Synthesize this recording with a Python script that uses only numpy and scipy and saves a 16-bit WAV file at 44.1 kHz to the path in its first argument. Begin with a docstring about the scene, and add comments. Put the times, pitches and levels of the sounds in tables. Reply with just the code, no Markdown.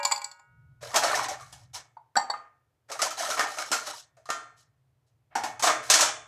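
"""In a small room, steel plates and bowls are lifted out of a large aluminium pot.
A wide bowl rocks to rest while a rim sings on, and a small bowl drops and bounces with bright clinks.
The pile rasps as it slides and clashes inside the pot; heavy blows make the bottom of the pot boom.
Knocked metal rings at its own set of pitches, its "modes", and one lifted plate rings on.
A faint low hum and a soft hiss lie under the gaps."""
import sys
import numpy as np
from scipy import signal
from scipy.fft import rfft, irfft
from scipy.io import wavfile

SR = 44100
rng = np.random.default_rng(int(sys.argv[2]) if len(sys.argv) > 2 else 0)


def waveform_to_disk(signal):
    """Save audio, clipped to [-1, 1], as 16-bit WAV at the path in sys.argv[1]."""
    frames = np.transpose(np.atleast_2d(signal))
    scaled = np.clip(frames, -1, 1) * 32767
    samples = np.round(scaled).astype(np.int16)
    wavfile.write(sys.argv[1], SR, samples)


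N = 276507
T = np.arange(SR) / SR  # one second of ringing
BODY_HZ, TREBLE_HZ = (20, 2800), (2800, 20000)  # the low and the high part of a sound

# Levels are relative: each source adds its own gain. A fade is the time taken to fall by 60 dB.
# tone of the hum, the room's hiss and the clatter of steel: f/Hz, level/dB
HUM_TONE = [(20, -33), (40, -24), (66, -10), (95, -7), (124, 3), (140, -4), (189, -25.5), (300, -31.5),
            (600, -73)]
HISS_TONE = [(100, -35.5), (250, -9.5), (500, -9), (720, -10.5), (950, -13.5), (4000, -25.5), (15000, -31)]
CLATTER_TONE = [(59, -50), (100, -25), (184, -32.5), (324, -7.5), (367, -21), (462, -6), (513, -14.5),
                (570, -4), (718, 0.5), (814, -5), (1240, -2.5), (3250, -12), (6350, -6.5), (13800, -26.5),
                (15000, -41.5)]
# the hum swells over its resting level: t/s, length/s, level/dB
HUM_SWELLS = [(0.434, 1.34, -58.5), (2.895, 5, -78.5), (5.285, 1.09, -67)]
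# how long the room and the pile ring: f/Hz, fade/s
ROOM_FADES = [(200, 0.4), (1000, 0.35), (5000, 0.21), (14000, 0.23)]
PILE_FADES = [(200, 0.57), (600, 0.46), (1800, 0.54), (4000, 0.3), (8000, 0.36), (14000, 0.11)]
# modes of the pot, a free rim, the pile and the lifted plate: f/Hz, level/dB, fade/s
POT_MODES = [(237, -3, 0.17), (293, -4, 0.16), (332, 0, 0.15), (461, -5.5, .16)]
RIM_MODES = [(572, 0.5, 0.58), (867, -3, 0.36), (938, -0.5, 0.81), (1039, -12.5, 0.49), (1270, -10.5, 1.3),
             (1458, -12, 1.7), (1647, -6, 0.78), (1908, -11.5, 0.88), (2230, -15, 1.3), (2350, -4, .5),
             (2790, -13.5, 0.81)]
PILE_MODES = [(477, -11, .5), (622, -2, .45), (717, -3, .5), (890, -1, .3), (1210, -5, .45),
              (1565, -5, .35), (1626, -2, .4), (1750, -2, .5), (1836, -2, .6), (2213, -3, .6),
              (2385, -10, .5), (2606, -15, .5), (3435, -13, .5), (3553, -13, .5), (4334, -8, .35),
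              (5436, -1, .28), (5612, -8, .35), (5905, -6, .35), (6212, -3, .35), (6482, -4, .35),
              (7146, -3, .25), (7823, -5, .22), (7918, -4, .22), (7966, -4, .22), (8320, -7, .22),
              (8524, -9, .22)]
PLATE_MODES = [(452, -22, .38), (711, -7, .42), (1225, 4, .41), (1368, -10, .4), (1535, -14, .35),
               (1640, -13, .35), (1822, -3, .52), (3155, -23, .3), (3545, -22, .38), (4210, -20, .55),
               (4745, -15, .36), (6223, -15, .32), (6717, -18, .28), (7280, -18, .26)]
# heavy blows that reach the bottom of the pot: t/s, level/dB
THUMPS = [(0.962, -45.5), (2.158, -53), (3.707, -44), (5.354, -40.5), (5.436, -44), (5.987, -54)]
# shoves and brushes that slide plates over each other: t/s, length/s, body level/dB, treble level/dB
SLIDES = [(0.807, 0.15, -40.5, -43.5), (0.931, 0.035, -19, -34), (1.012, 0.19, -21.5, -31.5),
          (1.219, 0.021, -26, -29.5), (1.279, 0.054, -33.5, -40.5), (1.366, 0.27, -57, -56),
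          (1.731, 0.04, -40.5, -36), (2.882, 0.12, -40.5, -49.5), (3.001, 0.067, -27.5, -31.5),
          (3.167, 0.191, -30.5, -31), (3.367, 0.075, -22, -32.5), (3.464, 0.13, -39.5, -40),
          (3.571, 0.055, -30.5, -34), (3.64, 0.27, -43, -43), (3.848, 0.055, -33.5, -34.5),
          (3.918, 0.087, -65.5, -42.5), (4.562, 0.056, -71.5, -58.5), (5.06, 0.017, -81.5, -70.5),
          (5.302, 0.065, -52, -90), (5.634, 0.047, -22, -31), (5.819, 0.1, -43.5, -42),
          (5.888, 0.19, -21, -29.5)]
# pitches the bowls favour while they touch the pile: f/Hz, filter width/Hz, level/dB
WIDE_BOWL = [(836, 57, 0), (934, 110, -5.5), (1032, 43, 3), (2020, 910, -14), (2287, 43, -2.5),
             (3440, 200, -13), (4520, 630, -9), (4720, 200, -13.5), (6040, 110, -14.5), (7110, 340, -6),
             (7720, 250, -7.5), (11300, 880, -28.5)]
SMALL_BOWL = [(818, 86, 0.5), (1040, 120, -6.5), (1735, 260, -14.5), (1810, 24, -10), (2070, 20, -11),
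              (3210, 130, -27), (3930, 460, -13.5), (4340, 120, -19), (4540, 170, 2.5), (5620, 83, -6),
              (6850, 600, -20), (7654, 230, -1.5), (10900, 320, -40.5)]
# the wide bowl rocks to rest, the small one bounces: t/s, body level/dB, treble level/dB
WIDE_CLINKS = [(0.0, -30, -48), (0.029, -26, -32.5), (0.049, -12, -18), (0.111, -13.5, -30),
               (0.118, -14.5, -18.5), (0.159, -32, -32), (0.175, -27.5, -38.5), (0.215, -27.5, -39),
               (0.241, -36, -28.5), (0.313, -41.5, -43.5), (0.393, -45, -58.5)]
SMALL_CLINKS = [(1.967, -33.5, -76.5), (2.165, -8.5, -12.5), (2.194, -25, -30.5), (2.298, -18, -21.5)]
# blows on the pile and on the lifted plate: t/s, body level/dB, treble level/dB, clack f/Hz
PILE_BLOWS = [(0.826, -26, -45, 564), (0.943, -16, -24.5, 644), (0.959, -9.5, -12, 907),
              (1.034, -13, -19.5, 638), (1.151, -17, -21, 758), (1.191, -14.5, -35, 992),
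              (1.284, -20, -28, 783), (1.407, -31.5, -43.5, 1160), (1.526, -38.5, -38.5, 750),
              (1.744, -31.5, -33.5, 836), (2.899, -28.5, -41.5, 554), (2.916, -25, -28, 1260),
              (2.991, -16.5, -30, 1265), (3.018, -14, -14.5, 645), (3.106, -22, -29.5, 1278),
              (3.204, -16.5, -32.5, 673), (3.251, -20, -36, 1290), (3.301, -16.5, -23, 1330),
              (3.716, -13.5, -17.5, 1355), (3.728, -10.5, -19.5, 1418), (4.168, -44, -60, 638.5),
              (5.353, -9, -27, 834), (5.436, -14.5, -27, 805), (5.595, -23, -29.5, 855),
              (5.624, -15.5, -18, 1090), (5.634, -7.5, -16, 716), (5.671, -7, -17.5, 1186),
              (5.9, -9, -6, 960), (5.939, -22, -8, 1670), (5.989, -12.5, -17, 1150),
              (6.008, -14, -9.5, 1630)]
PLATE_BLOWS = [(2.155, -15.5, -39.5, 1508), (2.337, -22, -53.5, 1205), (3.369, -25.5, -39, 1120),
               (3.394, -12.5, -22, 1270), (3.407, -20.5, -32, 1715), (3.585, -22.5, -30, 1300),
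               (4.256, -39, -48, 1050), (4.289, -21.5, -43, 691), (4.302, -16.5, -25.5, 1205)]
# dishes muffle each other; the pile rings more as the pot empties, the plate as it comes free:
# t/s, ring level/dB
PILE_FREEDOM = [(1.0, -12.5), (3.7, -8), (5.4, -8.5), (5.65, -1), (6.0, 3.5)]
PLATE_FREEDOM = [(3.4, -6), (4.3, 1.5)]


def amp(db):
    return 10 ** (np.asarray(db) / 20)


def evened(x, first=None):
    """Scales a sound to an average strength (rms) of 1, judged on all of it or on its first samples."""
    return x / np.sqrt(np.mean(x[:first] ** 2) + 1e-20)


def value_at(curve, hz):
    pitches, values = np.transpose(curve)
    return np.interp(np.log(hz + 1), np.log(pitches + 1), values)


def add(mix, start, sound):
    part = mix[max(round(start * SR), 0):][:len(sound)]
    part += sound[:len(part)]


def band(x, edges_hz, order=5):
    sections = signal.butter(order, np.clip(edges_hz, 1, SR / 2 - 1), "band", fs=SR, output="sos")
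    return signal.sosfilt(sections, x)


def coloured(x, tone):
    """Shapes a sound to follow a tone table."""
    gains = amp(value_at(tone, np.fft.rfftfreq(len(x), 1 / SR)))
    return evened(irfft(rfft(x) * gains, len(x)))


def resonate(x, hz, width_hz, passes=1):
    """Lets through the sound near one pitch; each further pass narrows it."""
    for _ in range(passes):
        x = signal.lfilter(*signal.iirpeak(hz, max(hz / width_hz, 1), fs=SR), x)
    return x


def fade(fade_s):
    return np.exp(-np.log(1000) * T / max(fade_s, .002))


def fade_by_pitch(x, fades):
    """Every band of pitches dies away at its own speed."""
    hz, t, bands = signal.stft(x, SR, nperseg=256)
    gains = amp(-60 * t / value_at(fades, hz)[:, None])
    return signal.istft(bands * gains, SR, nperseg=256)[1][:len(x)]


def held(t, length, rise_s, fade_s):
    """A level that rises, holds and then fades."""
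    return np.clip(t / rise_s, 0, 1) * np.exp(-np.log(1000) * np.maximum(t - length, 0) / fade_s)


def ring(modes, spread_db):
    """Struck metal rings; each point of contact shares its energy among the modes differently."""
    chance = rng.uniform(-1, 1, (len(modes), 2))
    tones = sum(amp(db + spread_db * share) * fade(fade_s) * np.sin(2 * np.pi * hz * T + np.pi * phase)
                for (hz, db, fade_s), (share, phase) in zip(modes, chance))
    return evened(tones, first=800)


def balanced(x, body_db, treble_db):
    """A heavy blow fills the body, a hard edge the treble."""
    body = evened(band(x, BODY_HZ), first=600)
    treble = evened(band(x, TREBLE_HZ), first=600)
    return amp(body_db) * body + amp(treble_db) * treble


def spot_colour(x, depth_db, step_hz=220):
    """Every spot on a rim favours its own patches of pitch."""
    hz = np.fft.rfftfreq(len(x), 1 / SR)
    patches = np.interp(hz, np.arange(128) * step_hz, rng.standard_normal(128))
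    return evened(irfft(rfft(x) * amp(depth_db * patches), len(x)))


def hum_and_hiss(hum_db=-76, hiss_db=-81):
    """A low hum that swells now and then, and the faint hiss of the room."""
    t = np.arange(N) / SR
    swells = sum(amp(db) * held(t - start, length, rise_s=0.14, fade_s=0.28)
                 for start, length, db in HUM_SWELLS)
    hum = (amp(hum_db) + swells) * coloured(rng.standard_normal(N), HUM_TONE)
    return hum + amp(hiss_db) * coloured(rng.standard_normal(N), HISS_TONE)


def room(x, echo_db, echoes_per_s=4000):
    """Nearby walls send back a short, dense tail of echoes."""
    echoes = rng.choice([-1., 1.], SR) * (rng.random(SR) < echoes_per_s / SR) * (T > .005)
    tail = fade_by_pitch(echoes, ROOM_FADES)
    return x + amp(echo_db) * signal.oaconvolve(x, tail / np.linalg.norm(tail))[:N]


def pot_thumps(rise_s=0.0015):
    """The bottom of the pot booms briefly under heavy blows."""
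    out = np.zeros(N)
    for start, db in THUMPS:
        add(out, start, amp(db) * ring(POT_MODES, spread_db=0) * (1 - np.exp(-T / rise_s)))
    return out


def singing_rim(level_db=-33.5):
    """A free rim sings on under the rocking bowl."""
    out = np.zeros(N)
    soft_ending = signal.windows.tukey(2 * SR, .2)[SR:]
    add(out, 0, amp(level_db) * ring(RIM_MODES, spread_db=-1.5) * soft_ending)
    return out


def pile_ring(weak_modes, modes, modes_db):
    """A few strong modes stand out over the many weak ones of the other plates."""
    phases = np.exp(2j * np.pi * rng.random(len(weak_modes)))
    crowd = coloured(irfft(weak_modes * phases, SR), CLATTER_TONE)
    crowd = evened(fade_by_pitch(crowd, PILE_FADES), first=800)
    return evened(crowd + amp(modes_db) * ring(modes, spread_db=6.5), first=800)


def jostle(nudges_per_s=300, uneven_db=4, sharpness=22):
    """Loose dishes nudge each other: low clacks and briefer high tinks, each spot at its own pitch."""
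    pitches = np.concatenate([rng.uniform(550, 1900, 24), rng.uniform(2800, 8400, 24)])
    happens = rng.random(N) < nudges_per_s / SR
    nudges = happens * amp(uneven_db * np.minimum(rng.exponential(1, N), 3))
    spot = rng.integers(0, len(pitches), N)
    return evened(sum(resonate(nudges * (spot == k), hz, hz / sharpness) / hz
                      for k, hz in enumerate(pitches)))


def sliding(weak_modes, slips_per_s=500, uneven_db=1.5, catch_db=2, ring_db=-1, sag_db_per_s=21.5):
    """Tiny slips of uneven size rasp on the metal and keep the pile ringing while the dishes jostle."""
    slips = (rng.random(N) < slips_per_s / SR) * rng.choice([-1, 1], N)
    slips = slips * amp(uneven_db * np.minimum(rng.exponential(1, N), 4))
    catching = evened(band(rng.standard_normal(N), (15, 70), order=2))  # rims catch and let go
    rasp = (evened(slips) + 2.3 * rng.standard_normal(N)) * amp(catch_db * catching)
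    ringing = signal.oaconvolve(rasp, pile_ring(weak_modes, PILE_MODES, modes_db=-3))[:N]
    scrape = coloured(rasp, CLATTER_TONE) + amp(ring_db) * evened(ringing) + 1.1 * jostle()
    body, treble, fizz = (evened(band(scrape, hz)) for hz in [BODY_HZ, (2800, 9200), (9200, 15000)])
    power = np.zeros((3, N))
    for start, length, low_db, high_db in SLIDES:
        # body, treble and fizz: level/dB, fade/s once the plates stop
        layers = [(low_db - 4.5, 0.3), (high_db - 4, 0.18), (high_db - 15, 0.087)]
        for track, (db, fade_s) in zip(power, layers):
            # a shove takes hold quickly and slackens as it goes
            shove = amp(db - sag_db_per_s * T) * held(T, length, rise_s=.025, fade_s=fade_s)
            add(track, start, shove ** 2)
    return (np.sqrt(power) * [body, treble, fizz]).sum(0)


def bowl_clinks(blows, bowl, body_db, treble_db, rise_s, chatter_s,
                knock_hz, knock_db, knock_width_hz, tick_db):
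    """A bowl knocks and buzzes briefly against its neighbour, which also muffles it."""
    out = np.zeros(N)
    for start, low_db, high_db in blows:
        touch = spot_colour(rng.standard_normal(SR), depth_db=3)
        buzz = (touch * fade(chatter_s) * (1 - np.exp(-T / rise_s)))[:SR // 4]
        dull_db = low_db - high_db
        knock = (knock_hz, knock_width_hz, knock_db + .5 * dull_db)  # soft touches are mostly knock
        clink = sum(amp(db) * resonate(buzz, hz, width, passes=2) for hz, width, db in [*bowl, knock])
        tick = amp(tick_db) * band(buzz, (250, 9000), order=2)
        add(out, start, balanced(clink + tick, low_db + body_db, high_db + treble_db))
    return out


def plate_clashes(blows, weak_modes, modes, freedom, modes_db, body_db, treble_db,
                  clack_db, clack_width_hz, base_chatter_s, rise_s=0.00027):
    """Rims chatter for an instant with a hollow clack, then the metal rings on."""
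    out = np.zeros(N)
    for start, low_db, high_db, clack_hz in blows:
        dull_db = low_db - high_db
        chatter_s = base_chatter_s * 2 ** min(dull_db / 9, .7)  # flat, dull blows chatter for longer
        contacts = rng.standard_normal(SR) * amp(0.7 * rng.standard_normal(SR))
        contacts = spot_colour(coloured(contacts, CLATTER_TONE), depth_db=4)
        clack = evened(resonate(rng.standard_normal(SR), clack_hz, clack_width_hz, passes=2))
        clack *= amp(clack_db + .5 * dull_db)  # dull blows are mostly clack
        strike = evened((contacts + clack) * fade(chatter_s), first=800)
        ring_db = np.interp(start, *np.transpose(freedom))
        ringing = amp(ring_db) * pile_ring(weak_modes, modes, modes_db)
        blow = (strike + ringing) * (1 - np.exp(-T / rise_s))
        add(out, start, balanced(blow, low_db + body_db, high_db + treble_db))
    return out


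def scene():
    """Plates and bowls sound in one room; the pile keeps the same weak modes from blow to blow."""
    weak_modes = amp(8 * np.minimum(rng.standard_normal(SR // 2 + 1), 2))  # one strength for each Hz
    pile = plate_clashes(PILE_BLOWS, weak_modes, PILE_MODES, PILE_FREEDOM, modes_db=-3.5, body_db=-15,
                         treble_db=-9, clack_db=-1.5, clack_width_hz=140, base_chatter_s=0.12)
    plate = plate_clashes(PLATE_BLOWS, weak_modes, PLATE_MODES, PLATE_FREEDOM, modes_db=5.5,
                          body_db=-11.5, treble_db=-7, clack_db=8, clack_width_hz=86,
                          base_chatter_s=0.017)
    wide = bowl_clinks(WIDE_CLINKS, WIDE_BOWL, body_db=-14.5, treble_db=-4, rise_s=0.0037,
                       chatter_s=0.025, knock_hz=940, knock_db=-5.5, knock_width_hz=250, tick_db=-31)
    small = bowl_clinks(SMALL_CLINKS, SMALL_BOWL, body_db=-10, treble_db=-10.5, rise_s=0.0019,
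                        chatter_s=0.043, knock_hz=912, knock_db=-1.5, knock_width_hz=140, tick_db=-31.5)
    plates_and_pot = room(pile + plate + pot_thumps(), echo_db=-10.5)
    bowls = room(wide + small, echo_db=-9.5)
    return plates_and_pot + bowls + sliding(weak_modes) + singing_rim() + hum_and_hiss()


def record(dry):
    """The loudest peaks are rounded off, then the very highest treble is cut away."""
    ceiling, top_hz = .55, 14850
    rounded = dry / (1 + (dry / ceiling) ** 4) ** (1 / 4)
    treble_cut = signal.firwin(511, top_hz, window=("kaiser", 9), fs=SR)
    return signal.oaconvolve(rounded, treble_cut, "same")[None]


dry = scene()
out = record(dry)
waveform_to_disk(out)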